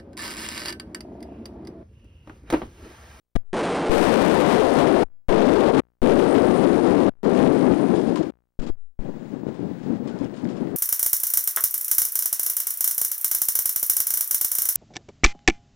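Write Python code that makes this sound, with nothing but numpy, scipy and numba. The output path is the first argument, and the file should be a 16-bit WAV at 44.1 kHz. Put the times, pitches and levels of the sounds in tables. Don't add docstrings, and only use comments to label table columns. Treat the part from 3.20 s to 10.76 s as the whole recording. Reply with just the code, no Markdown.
import sys
import numpy as np
from scipy import signal
from scipy.fft import rfft, irfft
from scipy.io import wavfile
from scipy.ndimage import uniform_filter1d
from numba import njit

SR = 44100
rng = np.random.default_rng(int(sys.argv[2]) if len(sys.argv) > 2 else 0)


def unload_audio(sound):
    columns = np.transpose(np.atleast_2d(sound))
    steps = np.round(np.clip(columns, -1, 1) * 32767)
    wavfile.write(sys.argv[1], SR, steps.astype(np.int16))


N = 333396
T = np.arange(N) / SR

# found_s, lost_s
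TRACK_LOCKED = [(.154, .166), (.698, 1.836), (2.085, 2.602), (2.818, 3.894), (4.032, 5.105), (5.39, 5.503),
                (5.79, 7.6)]
# time_s, force_db
AIR_FORCE = [(.3, -3), (.8, -5), (1.3, -4.5), (1.8, -9), (2.3, -8.5), (3.1, -10.5), (3.8, -13), (4.4, -14),
             (5.0, -23.5), (5.05, -27), (5.45, -34.5), (5.95, -36), (6.6, -34), (7.5, -31.5)]


def undb(db):
    return 10 ** (np.asarray(db) / 20)


def unit(x):
    return x / np.sqrt(np.mean(x ** 2))


def curve(rows):
    return np.interp(T, *np.transpose(rows))


def noise():
    return rng.standard_normal(N)


def walk(rate_hz):
    hold = int(SR / rate_hz)
    steps = noise()[np.arange(N) // hold]
    return uniform_filter1d(uniform_filter1d(steps, hold), hold)


def decay(start_s, decay_s):
    return (T >= start_s) * np.exp(-np.abs(T - start_s) / decay_s)


def colour(x, response):
    hz, db = np.transpose(response)
    size = 4096
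    grid_hz = np.maximum(np.fft.rfftfreq(size, 1 / SR), 1)
    cepstrum = irfft(np.log(undb(np.interp(np.log(grid_hz), np.log(hz), db))))
    cepstrum[1:size // 2] *= 2
    cepstrum[size // 2 + 1:] = 0
    return signal.fftconvolve(x, irfft(np.exp(rfft(cepstrum))))[:N]


def highpass(x, hz, order=1):
    return signal.sosfilt(signal.butter(order, hz, "high", fs=SR, output="sos"), x)


def lowpass(x, hz, order=1):
    return signal.sosfilt(signal.butter(order, hz, "low", fs=SR, output="sos"), x)


@njit
def resonate(x, hz, rel_width):
    y, band, low = np.empty(len(x)), 0., 0.
    for i in range(len(x)):
        g = np.tan(np.pi * hz[i] / SR)
        v = (band + g * (x[i] - low)) / (1 + g * (g + rel_width))
        band, low = 2 * v - band, low + 2 * g * v
        y[i] = rel_width * v
    return y


@njit
def slew(x, max_rise):
    y, v = np.empty(len(x)), 0.
    for i in range(len(x)):
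        v = min(x[i], v + max_rise)
        y[i] = v
    return y


def tape_hiss(level_db=-95):
    return undb(level_db) * noise()


def player_hiss(locked, level_db=-61, muted_db=-20):
    spectrum = [(30, 15.5), (120, -17), (500, -15.5), (1500, -32.5), (6000, -39), (15000, -41.5)]
    return undb(level_db) * unit(colour(noise(), spectrum)) * (locked + undb(muted_db))


def field_buzz(field_hz=59.94, burst_db=-53, fade_s=0.064, rest_db=-84):
    bursts = sum(decay(lost_s, fade_s) for _, lost_s in TRACK_LOCKED)
    saw = signal.sawtooth(2 * np.pi * field_hz * T)
    buzz = unit(colour(saw, [(60, -1), (250, 2), (1500, 2.5), (6000, -18)]))
    return buzz * (undb(burst_db) * bursts + undb(rest_db))


def line_whistle(line_hz=15730, level_db=-72, waver_hz=18, sag_hz=260, pulse_db=3):
    roughness = np.interp(curve(AIR_FORCE), [-34, -22], [.15, 1])
    hz = line_hz + waver_hz * walk(60) - sag_hz * roughness * np.clip(walk(22), 0, 1.2)
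    return undb(level_db + pulse_db * walk(28)) * np.sin(2 * np.pi * np.cumsum(hz) / SR)


def gate(spans, release_s=0.0012):
    held = sum((T >= on_s) * np.exp(-np.maximum(T - off_s, 0) / release_s) for on_s, off_s in spans)
    return uniform_filter1d(held, size=3)


def recovery(dip_db=-10.5, recover_s=0.0081):
    return undb(dip_db * sum(decay(found_s, recover_s) for found_s, _ in TRACK_LOCKED))


def thumps():
    # start_s, step
    jumps = [(0.154, -0.14), (0.166, 0.18), (0.696, 0.11), (1.841, -0.03), (2.085, -0.14), (2.818, -0.12),
             (3.9, 0.016), (5.391, -0.086), (5.501, 0.089), (5.792, -0.075)]
    steps = highpass(sum(step * (T >= start_s) for start_s, step in jumps), hz=3.58, order=2)
    return colour(steps, [(30, 6.5), (300, 4.5), (1000, 0), (3000, -44.5), (10000, -44.5)])


def wind(force_db, rel_width=0.64, flutter_db=3.0, flicker_db=1.1):
    # time_s, centre_hz
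    eddies = [(.6, 484), (1.3, 464), (2.4, 421), (3.25, 380), (3.7, 327), (4.9, 302), (5.9, 226),
              (6.95, 225.6), (7.5, 256.6)]
    # centre_ratio, level_db (at focus 1)
    bands = [(.4, -14.5), (0.622, -4), (0.947, -1.5), (1.348, -5.5), (1.999, -12.5), (3, -25)]
    centre_hz = curve(eddies)
    focus = np.interp(force_db, [-24, -23, -9, -3.5], [1.1, 3, 1.11, 0.36])
    out = 0
    for ratio, db in bands:
        hz = centre_hz * ratio
        band = unit(resonate(resonate(noise(), hz, rel_width), hz, rel_width))
        out += band * undb(db * focus + flicker_db * walk(25))
    out /= np.sqrt(uniform_filter1d(out ** 2, size=2200) + 1e-6)
    return unit(out * undb(flutter_db * walk(90))) * undb(force_db)


def rush(drive_db, eddy_swing, gain_db=4.0, grit_db=-0.4, surge_db=0.5, chop_db=3):
    # freq_hz, gain_db
    spectrum = [(100, -11.5), (500, 3), (800, 7), (1150, -2), (1550, -4), (2100, -7), (3000, -11),
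                (4200, -13), (5600, -18.5), (7000, -19.5), (9500, -38.5), (11500, -44.5), (15500, -53)]
    rough_db = grit_db * walk(190) + surge_db * walk(22) + chop_db * np.clip(eddy_swing, -2, 2)
    return unit(colour(noise(), spectrum) * undb(rough_db)) * undb(drive_db + gain_db)


def air_hiss(gust_db, follow=0.74, surge_db=1, flicker_db=1.5):
    # freq_hz, gain_db
    spectrum = [(4000, -32), (7500, -7.5), (8600, 1), (9900, 1), (10700, -8.5), (12000, -17), (15500, -23)]
    # time_s, level_db
    envelope = [(.3, -47.5), (1.5, -44), (2.3, -56.5), (2.85, -45.5), (3.1, -48), (3.35, -48.5),
                (3.85, -55), (4.05, -64), (4.18, -53.5), (4.85, -58.5), (5.1, -79), (5.8, -92)]
    level_db = curve(envelope) + follow * gust_db + surge_db * walk(14) + flicker_db * walk(75)
    return unit(colour(noise(), spectrum)) * undb(level_db)


def wheels(drive_db, gain_db=-43, follow=0.59, waver_db=1.9):
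    # pitch_hz, width_hz, relative_db
    modes = [(810, 280, 6.5), (1650, 430, 15.5), (3600, 700, -7), (5200, 500, -15), (7120, 500, -11)]
    song = 0
    for hz, width_hz, db in modes:
        gain = undb(db + waver_db * walk(10))
        song += gain * unit(resonate(noise(), hz * (1 + .003 * walk(3.2)), width_hz / hz))
    return song * undb(gain_db + follow * drive_db)


def steel_ring(transients, rolling_db=-81, waver_db=3.0, struck_db=6):
    # pitch_hz, width_hz, relative_db
    modes = [(5000, 200, -8), (5280, 45, -4.5), (7000, 50, 2.5)]
    out = 0
    for hz, width_hz, db in modes:
        centre_hz = np.full(N, float(hz))
        rolling = unit(resonate(noise(), centre_hz, width_hz / hz))
        rolling *= undb(rolling_db + waver_db * walk(9))
        struck = undb(struck_db) * resonate(transients, centre_hz, width_hz / hz)
        out += undb(db) * (rolling + struck)
    return out


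def saturate(x, top, bottom, knee):
    return x / (1 + np.abs(x / np.where(x > 0, top, bottom)) ** knee) ** (1 / knee)


def overload(x, sag=1.68, hang_hz=320, hang_ratio=1.76, snap_hz=2500, rise_per_s=850):
    headroom = 1 / (1 + sag * uniform_filter1d(np.abs(x), size=14000))
    limit = 0.14 * headroom
    cut = saturate(x, top=limit, bottom=1.05 * headroom, knee=1.86)
    hang = (lowpass(x, hang_hz) > hang_ratio * limit) * (limit - cut)
    first = highpass(cut + lowpass(hang, snap_hz, order=2), hz=201)
    second = saturate(first, top=0.35 * headroom, bottom=0.25 * headroom, knee=9.4)
    return highpass(slew(second, rise_per_s / SR), hz=30)


def edge_track(sound):
    # start_s, end_s
    spans = [(.331, .698)]
    # freq_hz, gain_db
    response = [(40, 6), (300, -8), (800, -8.5), (1500, -8), (4000, -8.5), (9500, -8.5), (11500, -23),
                (15500, -32)]
    return gate(spans) * colour(highpass(sound, hz=290), response)


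def gusts(attack_s=0.012, release_s=0.0091):
    # start_s, hold_s, buffet_change_db, rush_change_db
    events = [(0.699, 0.17, -2, 8.5), (1.431, 0.15, -5.5, 1), (1.54, 0.05, 6, 4), (2.494, 0.036, -5.5, -9),
              (2.558, 0.037, 3, 3.5), (2.855, 0.07, 2.5, 1.5), (3.14, 0.047, 3.5, 6), (3.389, .07, 2, 2),
              (3.59, 0.037, -9, -2), (3.635, 0.15, 3, 1.5), (3.852, 0.03, 6.5, -4), (4.068, 0.077, 1.5, 0),
              (4.139, 0.037, -1, 4), (4.169, 0.089, 3.5, 4), (4.319, 0.096, 1, 0.5),
              (4.421, .09, 5.5, -0.5), (4.699, 0.037, 7.5, 0), (4.74, 0.057, 2, -0.5),
              (4.855, 0.17, 1.5, -0.5), (4.99, .025, 5.5, 6), (5.04, 0.017, -5, 1), (5.408, 0.047, 4.5, -7),
              (5.845, 0.051, 11, 2), (6.112, 0.033, 10.5, 2), (6.2, 0.023, -0.5, -6),
              (6.266, 0.024, 10.5, 9), (6.32, 0.042, -5, 0), (6.388, 0.094, 9, 2), (6.49, 0.017, 7, 0),
              (6.555, 0.049, -1.5, 0), (6.654, 0.105, 12.5, 5), (6.78, 0.059, 5, -4),
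              (6.83, 0.15, 2.5, 2.5), (7.005, 0.048, 13, 8.5), (7.075, 0.097, -3.5, -3),
              (7.235, 0.069, 10, 2.5), (7.317, 0.017, -2, -12), (7.396, 0.035, 8.5, 1),
              (7.452, 0.02, 12, -4), (7.512, 0.04, 5.5, -3)]
    change_db = 0
    for start_s, hold_s, buffet_db, rush_db in events:
        swell = 1 - np.exp(-np.maximum(T - start_s, 0) / attack_s)
        release = np.exp(-np.maximum(T - start_s - hold_s, 0) / release_s)
        change_db += np.outer([buffet_db, rush_db], swell * release)
    return change_db


def whistle_and_rings(rel_width=0.027):
    # peak_s, pitch_hz, half_length_s, level_db
    swells = [(3.117, 8800, .03, -41), (4.966, 1020, 0.01, -29.5), (6.933, 1470, 0.038, -50),
              (7.042, 9950, 0.0057, -68), (7.42, 9900, .008, -69)]
    out = 0
    for peak_s, hz, half_s, db in swells:
        band = unit(resonate(noise(), np.full(N, float(hz)), rel_width))
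        out += undb(db) * band * np.exp(-((T - peak_s) / half_s) ** 2)
    return out


def rail_hiss_and_rattles(grain_db=1.5, rise_s=0.0015):
    # start_s, level_db, length_s
    bursts = [(4.74, -39, 0.12), (4.868, -44.5, 0.091), (4.956, -30, 0.011), (4.971, -35, 0.025),
              (5.026, -38.5, 0.014), (5.391, -39.5, 0.016), (5.417, -44.5, 0.042), (5.464, -43, 0.038),
              (6.34, -53, 0.04), (6.582, -55, .02), (6.63, -50.5, 0.038), (6.873, -42, 0.034),
              (6.99, -50, 0.036), (7.137, -48.5, 0.034), (7.162, -49, 0.067), (7.286, -46, 0.066),
              (7.365, -47, 0.02)]
    # freq_hz, gain_db
    spectrum = [(400, 8.5), (1000, 13), (2000, 6), (3300, 7), (5000, 0), (7000, -3.5), (9500, -14),
                (11500, -65.5), (15500, -39)]
    envelope = 0
    for start_s, db, length_s in bursts:
        age_s = np.maximum(T - start_s, 0)
        envelope += undb(db) * (1 - np.exp(-age_s / rise_s)) * np.exp(-(age_s / length_s) ** 2)
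    return envelope * unit(colour(noise() * undb(grain_db * walk(400)), spectrum))


def slaps(swing_hz=270, decay_s=0.002, rise_s=0.0012, crack_db=-17):
    # start_s, relative_db
    hits = [(4.893, 1), (4.938, -8), (5.011, -2), (5.069, -9), (5.902, -16.5), (6.129, -19), (6.169, -19),
            (6.2336, -9), (6.267, -5), (6.393, -9), (6.407, -18), (6.428, -11), (6.512, -8.5), (6.662, -9),
            (7.009, -6), (7.239, -8.5), (7.408, -9.5)]
    spectrum = [(200, 2.5), (600, 5), (1200, -15), (4000, -29), (10000, -50)]
    crack = undb(crack_db) * unit(colour(noise(), spectrum))
    out = 0
    for start_s, db in hits:
        age_s = np.maximum(T - start_s, 0)
        envelope = undb(db) * (1 - np.exp(-age_s / rise_s)) * np.exp(-age_s / decay_s)
        out += envelope * (crack - np.sin(2 * np.pi * swing_hz * age_s))
    return out


def clicks(decay_s=0.00079, rel_width=1.0, snap=6, gain_db=6):
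    # start_s, relative_db, centre_hz
    events = [(4.9597, -29, 3300), (6.875, -46, 4000), (6.989, -41.5, 4500), (7.011, -40, 2200),
              (7.03, -43, 2200), (7.045, -36, 3200), (7.063, -46, 1500), (7.069, -45, 1500),
              (7.22, -51, 6500), (7.246, -42, 4400), (7.253, -36, 1800), (7.274, -47, 3000),
              (7.403, -53, 7000), (7.41, -41, 2000), (7.419, -55, 8000), (7.472, -37, 1600),
              (7.481, -47, 1600)]
    out = 0
    for start_s, db, hz in events:
        pulse = noise() * decay(start_s, decay_s)
        pulse[int(start_s * SR)] += snap
        centre_hz = np.full(N, float(hz))
        crack = resonate(resonate(pulse, centre_hz, rel_width), centre_hz, rel_width)
        out += undb(db + gain_db) * crack / np.abs(crack).max()
    return out


def scene():
    stream_db = curve(AIR_FORCE)
    buffet_gust_db, rush_gust_db = gusts()
    force_db = stream_db + buffet_gust_db
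    drive_db = -20.5 + 0.95 * stream_db + rush_gust_db
    buffeting = wind(force_db)
    air = buffeting + slaps() + rush(drive_db, buffeting / undb(force_db)) + air_hiss(rush_gust_db)
    transients = rail_hiss_and_rattles() + clicks()
    pressure = air + wheels(drive_db) + whistle_and_rings() + transients + steel_ring(transients)
    return np.array([pressure, pressure])


def record(dry, gain_db=7.0, thump_leak_db=-23, whistle_leak=.1, top_hz=15850):
    # freq_hz, gain_db
    mic_response = [(30, 1.5), (100, -1.5), (250, 0), (1000, -4), (2500, -6), (5000, -6.5), (7000, -7),
                    (9300, -1), (11500, -5.5), (15500, -5.5)]
    sound = undb(gain_db) * colour(overload(dry[0]), mic_response)
    locked, thump = gate(TRACK_LOCKED), thumps()
    both = edge_track(sound) + player_hiss(locked) + tape_hiss()
    whistle = np.maximum(locked, whistle_leak) * line_whistle()
    left = locked * recovery() * sound + whistle + thump + field_buzz() + both
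    right = undb(thump_leak_db) * thump + both
    band_limit = signal.ellip(10, .2, 70, top_hz, fs=SR, output="sos")
    return signal.sosfilt(band_limit, np.array([left, right]))


dry = scene()
out = record(dry)
unload_audio(out)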